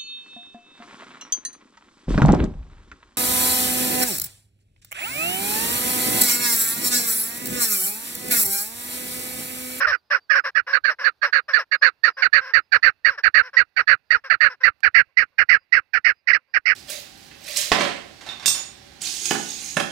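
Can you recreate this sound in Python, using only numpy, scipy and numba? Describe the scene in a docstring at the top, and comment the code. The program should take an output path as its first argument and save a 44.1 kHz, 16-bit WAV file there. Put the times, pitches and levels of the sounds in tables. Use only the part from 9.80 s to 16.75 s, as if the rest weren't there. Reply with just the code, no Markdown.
"""In quiet air on an open hillside, soft husky clucks, perhaps of a second bird, and hoarse barks start together.
The barks, far to the right, are a caged chukar partridge: membrane pulses ring in a moving throat resonance.
They settle into the phrase 'chuk, ka-kar' and climb in pitch, each with a dull bump and a faint echo off the slope.
Low buffets swell early on, and thin, distant whistles come and go as gliding sine tones.
The clucks weaken; after one tick of the wicker cage, a noise burst, only muffled ones remain under the calls."""
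import sys
import numpy as np
from scipy import signal
from scipy.fft import rfft, irfft, next_fast_len
from scipy.io import wavfile
from scipy.ndimage import uniform_filter1d, minimum_filter1d
from numba import njit

SR = 44100
rng = np.random.default_rng(int(sys.argv[2]) if len(sys.argv) > 2 else 0)


def wrap_up_sound(samples):
    """Save the sound to the file named by the first command line argument, as 16-bit audio."""
    columns = np.atleast_2d(samples).T
    # keep every value between -1 and 1, then stretch to whole-number steps
    tamed = np.clip(columns, -1, 1)
    steps = np.round(tamed * 32767).astype(np.int16)
    wavfile.write(sys.argv[1], SR, steps)


N = 306495

# colour of the low bumps and buffets: frequency_hz, gain_db
LOW_TONE = [(20, -16.5), (55, 3), (110, -2), (170, -11), (260, -13.5), (500, -51.5)]
LEAD_S = .008  # short quiet lead-in before each loud note


def from_db(db):
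    """Turn decibels into an amplitude factor."""
    return 10 ** (np.asarray(db) / 20)


def rms_one(x):
    """Scale a sound to an RMS level of 1."""
    return x / np.sqrt(np.mean(x ** 2) + 1e-20)


def add(track, start_s, sound):
    """Mix a sound into a track, cut at the track's end."""
    at = max(int(start_s * SR), 0)
    track[..., at:at + sound.shape[-1]] += sound[..., :max(N - at, 0)]


def coloured(x, points):
    """Filter by a curve of (Hz, dB) points joined along log frequency."""
    size = next_fast_len(x.shape[-1] + 512)
    hz, db = np.transpose(points)
    bin_hz = np.arange(size // 2 + 1) * SR / size
    gain = from_db(np.interp(np.log(bin_hz + 1), np.log(hz), db))
    return irfft(rfft(x, size) * gain, size)[..., :x.shape[-1]]


def filtered(x, order, hz, kind="low"):
    """Apply a Butterworth filter."""
    return signal.sosfilt(signal.butter(order, hz, kind, fs=SR, output="sos"), x)


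def flutter(size, rate_hz):
    """Random wavering up to a given rate; spread 1."""
    settle = 2000  # samples dropped while the filter settles
    return rms_one(filtered(rng.standard_normal(size + settle), 2, rate_hz)[settle:])


def evened(x, span_s):
    """Hold the short-term level near 1, as a saturating oscillator does."""
    span = int(span_s * SR)
    power = uniform_filter1d(uniform_filter1d(x ** 2, span), span)
    return x / np.sqrt(np.maximum(power, 0) + 1e-9)


def air():
    """Quiet outdoor air: coloured noise, wavering in level, that settles as time goes on, most on the left."""
    # frequency_hz, gain_db
    air_tone = [(25, -15.5), (80, -1), (130, -6), (220, -9.5), (400, -8.5), (850, -7), (1400, -12),
                (2800, -19), (4500, -10.5), (7500, -36.5), (14000, -27.5)]
    # level of the air: time_s, left_db, right_db
    air_level = [(0, -73, -70.5), (2, -76, -72), (5, -88, -72), (6.95, -86.5, -74)]
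    both = rng.standard_normal(N) + .8 * rng.standard_normal((2, N))
    times, *sides = np.transpose(air_level)
    level_db = np.array([np.interp(np.arange(N) / SR, times, side) for side in sides])
    return from_db(level_db + 1.2 * flutter(N, 12)) * rms_one(coloured(both, air_tone))


def syrinx(pitch_hz, jitter, rough, noise, jitter_hz, count=14):
    """Membrane pulses, pulled early and late by a slower second oscillation, with air noise in each opening."""
    size = len(pitch_hz)
    wander = jitter * flutter(size, jitter_hz) + .03 * flutter(size, 45)
    second_hz = pitch_hz * (.43 + .14 * flutter(size, 80))
    second = 2 * np.pi * np.cumsum(second_hz) / SR
    pull = .25 * rough * np.sin(second) * (1 + .6 * flutter(size, 50))
    phase = 2 * np.pi * np.cumsum(pitch_hz * (1 + wander)) / SR + pull + rng.uniform(0, 2 * np.pi)
    pulses = rms_one(sum(np.cos(k * phase) for k in range(1, count + 1)))
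    strength = 1 + rough * (.3 * flutter(size, 200) + .3 * np.cos(second))
    breath = noise * rng.standard_normal(size) * (1 + np.cos(phase))
    return pulses * strength + breath


def cluck(start, end, level_db, fall_hz):
    """A weak note: clean low harmonics, husky above, rougher when louder; the pitch drops as it stops."""
    # colours of the voice and of the hiss: frequency_hz, gain_db
    cluck_tone = [(200, -35), (380, -14), (560, -10), (800, -8.5), (1130, -3.5), (1280, -0.5), (1700, 5),
                  (2200, -9), (2850, -16), (3350, -26), (4200, -25), (6000, -45.5)]
    cluck_hiss = [(3300, -23), (4100, -7.5), (4700, -6.5), (5300, 4), (5850, -9), (6400, -29),
                  (7200, -46.5), (8100, -35.5), (10000, -43), (13800, -29.5), (15500, -33)]
    usual_pitch_hz, hz_per_db, usual_db = 539, 3, -30  # a louder cluck is higher
    hiss_db, left_db = -15, -0.5  # hiss relative to the voice; left side of the voice relative to the right
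    rise_s = .013
    sink_db_per_hz = 0.1168  # a cluck that falls in pitch also loses strength
    length = end - start
    t = np.arange(int((length + 0.0076) * SR)) / SR

    centre_hz = usual_pitch_hz + hz_per_db * (level_db - usual_db)
    glide_hz = centre_hz + fall_hz * np.interp(t, [0, length], [.5, -.5])
    pitch = glide_hz * np.interp(t - length, [-.02, .012], [1, .6])
    chaos = np.interp(level_db, [-38, -29], [.2, 1])
    source = syrinx(pitch, jitter=.06 * chaos, rough=.6 * chaos, noise=.12, jitter_hz=260)
    husk = filtered(rng.standard_normal(len(t)), 2, 1500, "high")
    voice = from_db(level_db) * evened(coloured(source + 1.7 * husk, cluck_tone), span_s=0.026)

    jet = rng.standard_normal((2, len(t))) * from_db(1.5 * flutter(len(t), 400))
    hiss_swell = from_db(np.interp(t / length, [0, .5, 1.2], [-4, 2, -4]))
    hiss = from_db(level_db + hiss_db) * rms_one(coloured(jet, cluck_hiss)) * hiss_swell

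    release = from_db(np.interp(t - length, [-.02, 0, .012], [1, -9, -32]))
    shape = np.clip(t / rise_s, 0, 1) * release
    sink = from_db(sink_db_per_hz * fall_hz * (.5 - t / length))
    return (voice * np.array([[from_db(left_db)], [1]]) + hiss) * shape * sink


@njit
def resonate(x, hz, width_hz):
    """One resonance whose centre moves: a two-pole ring fed by the difference of nearby samples."""
    y, r = np.zeros(len(x)), np.exp(-np.pi * width_hz / SR)
    for i in range(2, len(x)):
        drive = (1 - r * r) / 2 * (x[i] - x[i - 2])
        y[i] = drive + 2 * r * np.cos(2 * np.pi * hz[i] / SR) * y[i - 1] - r * r * y[i - 2]
    return y


def chuk(start, end, syllable, level_db, throat_hz):
    """A note starts as a whistle locked to the throat, breaks into a rough bark, and falls as the beak closes."""
    # the hoarse opening note and the syllables of "chuk, ka-kar", by name:
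    #   pitch_share (early pitch / throat resonance), pitch_late_hz, throat_mid and throat_late (share of
    #   the early resonance), mid_db and late_db (relative), rise_s, clear_s (clear onset), rough (1 = full bark)
    syllables = {"hoarse": dict(pitch_share=.36, pitch_late_hz=494.4, throat_mid=1, throat_late=.93, mid_db=-0.5, late_db=-1, rise_s=0.014, clear_s=0.013, rough=.8),
                 "chuk": dict(pitch_share=.335, pitch_late_hz=483.4, throat_mid=.915, throat_late=0.78, mid_db=-3, late_db=-4.5, rise_s=0.0057, clear_s=0.013, rough=1),
                 "ka": dict(pitch_share=.42, pitch_late_hz=483, throat_mid=0.97, throat_late=0.88, mid_db=-1.5, late_db=0.5, rise_s=0.011, clear_s=0.0036, rough=.55),
                 "kar": dict(pitch_share=.338, pitch_late_hz=520.5, throat_mid=0.99, throat_late=0.86, mid_db=1, late_db=-1, rise_s=0.0075, clear_s=0.0071, rough=1)}
    # slow change of the treble over the series: time_s, upper_resonance_db, rasp_db (both relative)
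    note_colour = [(0, -33, -22.5), (0.702, -28.5, -21), (.93, -15, -34.5), (2, -12, -39.5),
                   (2.9, -14.5, -36.5), (4.7, -18.5, -38.5), (5.3, -23.5, -28), (6.95, -24.5, -21.5)]
    # colours of the bark, the upper resonance, the rasp and the left side: frequency_hz, gain_db
    beak_tone = [(150, -37), (230, -15), (300, 7), (400, -5.5), (600, -8.5), (780, -12), (900, -18.5),
                 (1020, -23.5), (1250, -3), (1800, -2), (2400, -4.5), (2850, -6.5), (3300, -30),
                 (4000, -31.5), (6000, -58)]
    upper_tone = [(3000, -27.5), (3500, -4.5), (3900, -5), (4250, -2), (4520, 4), (4850, -11),
                  (5400, -16.5), (6200, -13), (6700, -8), (7350, -16), (7900, -41.5), (14000, -32)]
    rasp_tone = [(3500, -27), (4600, -3.5), (5150, 9.5), (5650, 0.5), (6100, -15.5), (7000, -43.5),
                 (7800, -42.5), (14000, -44)]
    left_tone = [(200, -5.5), (550, -1), (1100, 9.5), (1400, 1), (1900, -10.5), (2600, 7), (4500, 6.5),
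                 (5200, 10), (9000, 10.5)]
    left_db = -43.5  # the loud notes hardly reach the left side
    brighten_db_per_oct, usual_throat_hz = 8.5, 1915  # a higher note is also brighter above its resonance
    core_share = 0.049  # a little of the opening whistle lasts through the bark
    shape = syllables[syllable]
    times, *columns = np.transpose(note_colour)
    upper_db, rasp_db = [np.interp(start, times, column) for column in columns]
    length = end - start
    t = np.arange(int((LEAD_S + length + 0.027) * SR)) / SR - LEAD_S
    u = t / length  # place within the note

    pitch_early, pitch_late = throat_hz * shape["pitch_share"], shape["pitch_late_hz"]
    pitch = np.interp(u, [0, .3, .82, 1.25], [pitch_early * 1.03, pitch_early, pitch_late, pitch_late * .6])
    hz_mid, hz_late = throat_hz * shape["throat_mid"], throat_hz * shape["throat_late"]
    throat_path = [throat_hz * .95, throat_hz, hz_mid, hz_late * 0.91, hz_late * 0.88]
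    throat = np.interp(u, [0, .17, .5, .86, 1.1], throat_path)
    throat = throat * (1 + .04 * np.clip(u / .3, 0, 1) * flutter(len(t), 70))

    # the membranes are most chaotic under full pressure and settle as it falls
    chaos = shape["rough"] * np.interp(u, [.55, .9], [1, .55])
    source = syrinx(pitch, jitter=.055 * chaos, rough=.9 * chaos, noise=.14 * chaos, jitter_hz=300)
    bright_db = brighten_db_per_oct * np.log2(throat_hz / usual_throat_hz)
    tilted = coloured(source, [(1000, -1.6), (1600, -2.8), (2500, bright_db - 0.5)])
    bark = evened(coloured(resonate(tilted, throat, 230.0), beak_tone), span_s=0.0057)
    bark = bark * from_db(2.1 * flutter(len(t), 90))

    clear = np.clip((shape["clear_s"] - t) / 0.0063 + .5, np.clip(core_share, 0, .5), 1) * 0.72
    turn = 2 * np.pi * np.cumsum(throat) / SR
    harmonics = np.sin(turn) + from_db(-29.0) * np.sin(2 * turn) + from_db(-40) * np.sin(3 * turn)
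    whistle = np.sqrt(2) * harmonics
    whistle_share = np.sqrt(np.clip(1 - (1 - clear) ** 2, 0, 1))
    voice = whistle_share * whistle + (1 - clear) * bark

    # the upper resonance follows the throat; it and the rasp speak most while the note is pushed hard
    push = from_db(np.interp(u, [0, .3, .65, 1], [1.5, 0.0, -3, -9.0])) * (1 - .5 * clear)
    upper_hz = 4520 * (throat / hz_mid) ** 0.38 * (throat_hz / usual_throat_hz) ** 0.25
    upper_ring = coloured(resonate(source, upper_hz, 390.0), upper_tone)
    upper = from_db(upper_db) * evened(upper_ring, span_s=0.0084)
    rasp = from_db(rasp_db) * evened(coloured(source, rasp_tone), span_s=0.013)

    course_db = [0, shape["mid_db"], shape["late_db"], shape["late_db"] - 13]
    body_db = level_db + np.interp(u, [.17, .5, .8, 1], course_db)
    release_db = np.interp(t - length, [0, .006, .018, .04], [-0.5, -16.5, -30.5, -45.5])
    # a very quiet lead-in, then a quick rise to full level
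    attack = np.interp(t, [-LEAD_S, 0, .4 * shape["rise_s"], shape["rise_s"]], [0, .009, .6, 1])
    note = (voice + push * (upper + rasp)) * from_db(body_db + release_db) * attack
    return np.array([from_db(left_db) * coloured(note, left_tone), note])


def thump(call):
    """A dull, low bump: low noise that follows the strength of each loud note."""
    # level of the bump relative to the call: time_s, level_db
    thump_level = [(0, -57.5), (1.9, -56), (2.55, -36), (5.5, -33.5), (6.95, -39.5)]
    strength = np.sqrt(np.maximum(filtered(call ** 2, 2, 25), 0))
    level = from_db(np.interp(np.arange(N) / SR, *np.transpose(thump_level)))
    low = evened(coloured(rng.standard_normal(N), LOW_TONE), span_s=0.049)
    return level * strength * low * from_db([[-40], [0]])


def hillside(call):
    """Bushes and the slope scatter a faint, long echo: the call convolved with decaying noise."""
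    # frequency_hz, gain_db
    slope_tone = [(150, -20.5), (320, 5.5), (900, 6), (1500, -5.5), (2000, -5), (2700, 10.5), (4500, 0.5),
                  (8000, -10.5)]
    t60_s = 1.5
    t = np.arange(int(1.2 * SR)) / SR
    scatter = rng.standard_normal((2, len(t))) * from_db(-60 * t / t60_s) * np.clip(t / .01, 0, 1)
    echo = signal.fftconvolve(call[None], scatter / np.sqrt(np.sum(scatter[0] ** 2)), axes=1)[:, :N]
    return coloured(echo, slope_tone) * from_db([[-76], [-53]])


def buffet(start, length, level_db):
    """A brief low buffet on the microphone, mostly on the left: a swell of low noise."""
    swell = np.hanning(int(length * SR))
    low = filtered(coloured(rng.standard_normal((2, len(swell))), LOW_TONE), 4, 115)
    return from_db(level_db) * swell * rms_one(low) * from_db([[0], [-10]])


def far_whistle(start, hz, level_db):
    """A thin sine tone, slightly arched in pitch."""
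    whistle_s = 0.09
    arch = np.sin(np.linspace(0, np.pi, int(whistle_s * SR)))
    pitch = hz * (.97 + .035 * arch + .009 * flutter(len(arch), 200))
    tone = np.sin(2 * np.pi * np.cumsum(pitch) / SR)
    return from_db(level_db) * arch * tone * from_db([[-5], [0]])


def tick(start_db):
    """A small dry tick of the wicker: band-limited noise that dies within hundredths of a second."""
    t = np.arange(SR // 20) / SR
    crack = rms_one(filtered(rng.standard_normal(len(t)), 1, [300, 3000], "band"))
    return crack * from_db(start_db - 60 * t / 0.022) * from_db([[-15], [0]])


def muffled_cluck(start, end):
    """The same cluck, very weak and with only its lowest harmonics."""
    cut_db, cutoff_hz = -26.5, 950
    weak = cluck(start, end, level_db=-36.5, fall_hz=100)
    return from_db(cut_db) * filtered(weak, 3, cutoff_hz)


def play_rows(table, sing, early_s=0):
    """Play every row of a table at its start time, or a little ahead of it."""
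    out = np.zeros((2, N))
    for row in table:
        add(out, row[0] - early_s, sing(*row))
    return out


def scene():
    """Sum the calls with their bumps and echo, and the quiet sounds around them."""
    # soft clucks, between and under the loud notes: start_s, end_s, level_db, pitch_fall_hz
    soft_clucks = [(0, .04, -22, 91.5), (.064, .135, -21, 62.5), (.301, .39, -26, 90),
                   (.545, .605, -24, 138), (.638, .7, -25, 13.5), (.865, .965, -29.5, -0.5),
                   (1.095, 1.147, -28.5, 200.5), (1.185, 1.265, -30, 3.5), (1.425, 1.508, -28, 200.5),
                   (1.681, 1.76, -33.5, 184), (1.785, 1.84, -28, 195.5), (2.012, 2.095, -30.5, 62),
                   (2.255, 2.323, -33.5, 179.5), (2.366, 2.43, -31.5, -19), (2.605, 2.727, -36.5, -1.5),
                   (2.93, 2.998, -36, 148.5), (3.04, 3.112, -38.5, 81.5), (3.28, 3.375, -38, 171.5),
                   (3.375, 3.416, -33, 146), (3.62, 3.697, -39, -22), (3.73, 3.81, -39, 130),
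                   (3.98, 4.042, -37, 129.5), (4.09, 4.15, -38, 82), (4.33, 4.397, -37.5, 128),
                   (4.438, 4.497, -37.5, 100.5), (4.69, 4.752, -38, 70.5), (4.803, 4.88, -39.5, 62)]
    # loud notes: start_s, end_s, syllable, level_db, throat_resonance_hz
    loud_notes = [(.014, .066, "hoarse", -12, 1525), (.116, .163, "hoarse", -13.5, 1553),
                  (.309, .371, "hoarse", -11, 1640), (.496, .56, "hoarse", -8.5, 1663),
                  (.553, .607, "hoarse", -11.5, 1604), (.749, .809, "hoarse", -11, 1748),
                  (.93, .985, "kar", -11, 1633), (1.038, 1.111, "hoarse", -11.5, 1630),
                  (1.241, 1.3, "kar", -11, 1696), (1.416, 1.47, "hoarse", -14, 1694),
                  (1.526, 1.603, "kar", -11, 1683), (1.733, 1.792, "chuk", -8, 1799),
                  (1.914, 1.965, "kar", -12.5, 1795), (2.022, 2.098, "kar", -8.5, 1732),
                  (2.235, 2.301, "chuk", -7.5, 1848), (2.419, 2.475, "ka", -8.5, 1762),
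                  (2.528, 2.603, "kar", -7.5, 1814), (2.736, 2.801, "chuk", -6.5, 1906),
                  (2.919, 2.975, "ka", -7.5, 1774), (3.027, 3.101, "kar", -8, 1866),
                  (3.247, 3.31, "chuk", -7, 1923), (3.434, 3.489, "ka", -8.5, 1826),
                  (3.541, 3.618, "kar", -6.5, 1817), (3.767, 3.829, "chuk", -5, 1935),
                  (3.964, 4.019, "ka", -10, 1814), (4.073, 4.151, "kar", -7.5, 1809),
                  (4.305, 4.369, "chuk", -6, 1907), (4.498, 4.556, "ka", -9, 1755),
                  (4.605, 4.688, "kar", -7.5, 1862), (4.834, 4.899, "chuk", -5.5, 1959),
                  (5.03, 5.087, "ka", -8, 1875), (5.144, 5.221, "kar", -5, 1980),
                  (5.37, 5.442, "chuk", -6, 2071), (5.581, 5.636, "ka", -9.5, 1888),
                  (5.688, 5.772, "kar", -7, 1989), (5.923, 5.998, "chuk", -7, 2029),
                  (6.133, 6.189, "ka", -12, 1882), (6.244, 6.321, "kar", -9, 2005),
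                  (6.472, 6.533, "kar", -10.5, 2038), (6.53, 6.574, "chuk", -6, 2027),
                  (6.737, 6.786, "ka", -12, 1924), (6.855, 6.936, "kar", -10, 2097)]
    # low buffets: start_s, length_s, level_db
    low_buffets = [(.035, .13, -44), (.76, 0.091, -57), (1, 0.12, -60)]
    # thin whistles: start_s, nominal_pitch_hz, level_db
    thin_whistles = [(.125, 4680, -61), (.225, 5020, -74), (.385, 4650, -63.5), (.595, 5000, -66),
                     (1.595, 4750, -71), (1.955, 4980, -61.5), (2.315, 4870, -58.5), (2.795, 5000, -70),
                     (4.235, 4860, -76), (5.77, 4880, -66), (6.335, 4920, -68), (6.67, 4840, -70)]
    # the later, faint clucks: start_s, end_s
    late_clucks = [(5.28, 5.33), (5.515, 5.57), (5.805, 5.845), (6.015, 6.05), (6.24, 6.3), (6.45, 6.49),
                   (6.58, 6.63), (6.675, 6.735), (6.87, 6.92)]
    loud = play_rows(loud_notes, chuk, early_s=LEAD_S)
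    calls = loud + play_rows(soft_clucks, cluck) + play_rows(late_clucks, muffled_cluck)
    calls[0] = np.roll(calls[0], -4)  # the call reaches the left side 4 samples earlier
    out = calls + thump(loud[1]) + hillside(calls[1]) + air()
    out += play_rows(low_buffets, buffet) + play_rows(thin_whistles, far_whistle)
    add(out, 5.005, tick(start_db=-49.5))
    return out


def record(dry):
    """A fast limiter holds the peaks at full scale; a steep low-pass cuts the top."""
    cutoff_hz = 16200
    size = int(.0015 * SR)
    allowed = 1 / np.maximum(np.abs(dry), 1)
    gain = uniform_filter1d(minimum_filter1d(allowed, 2 * size), size)
    return signal.sosfilt(signal.cheby2(14, 60, cutoff_hz, fs=SR, output="sos"), dry * gain)


dry = scene()
out = record(dry)
wrap_up_sound(out)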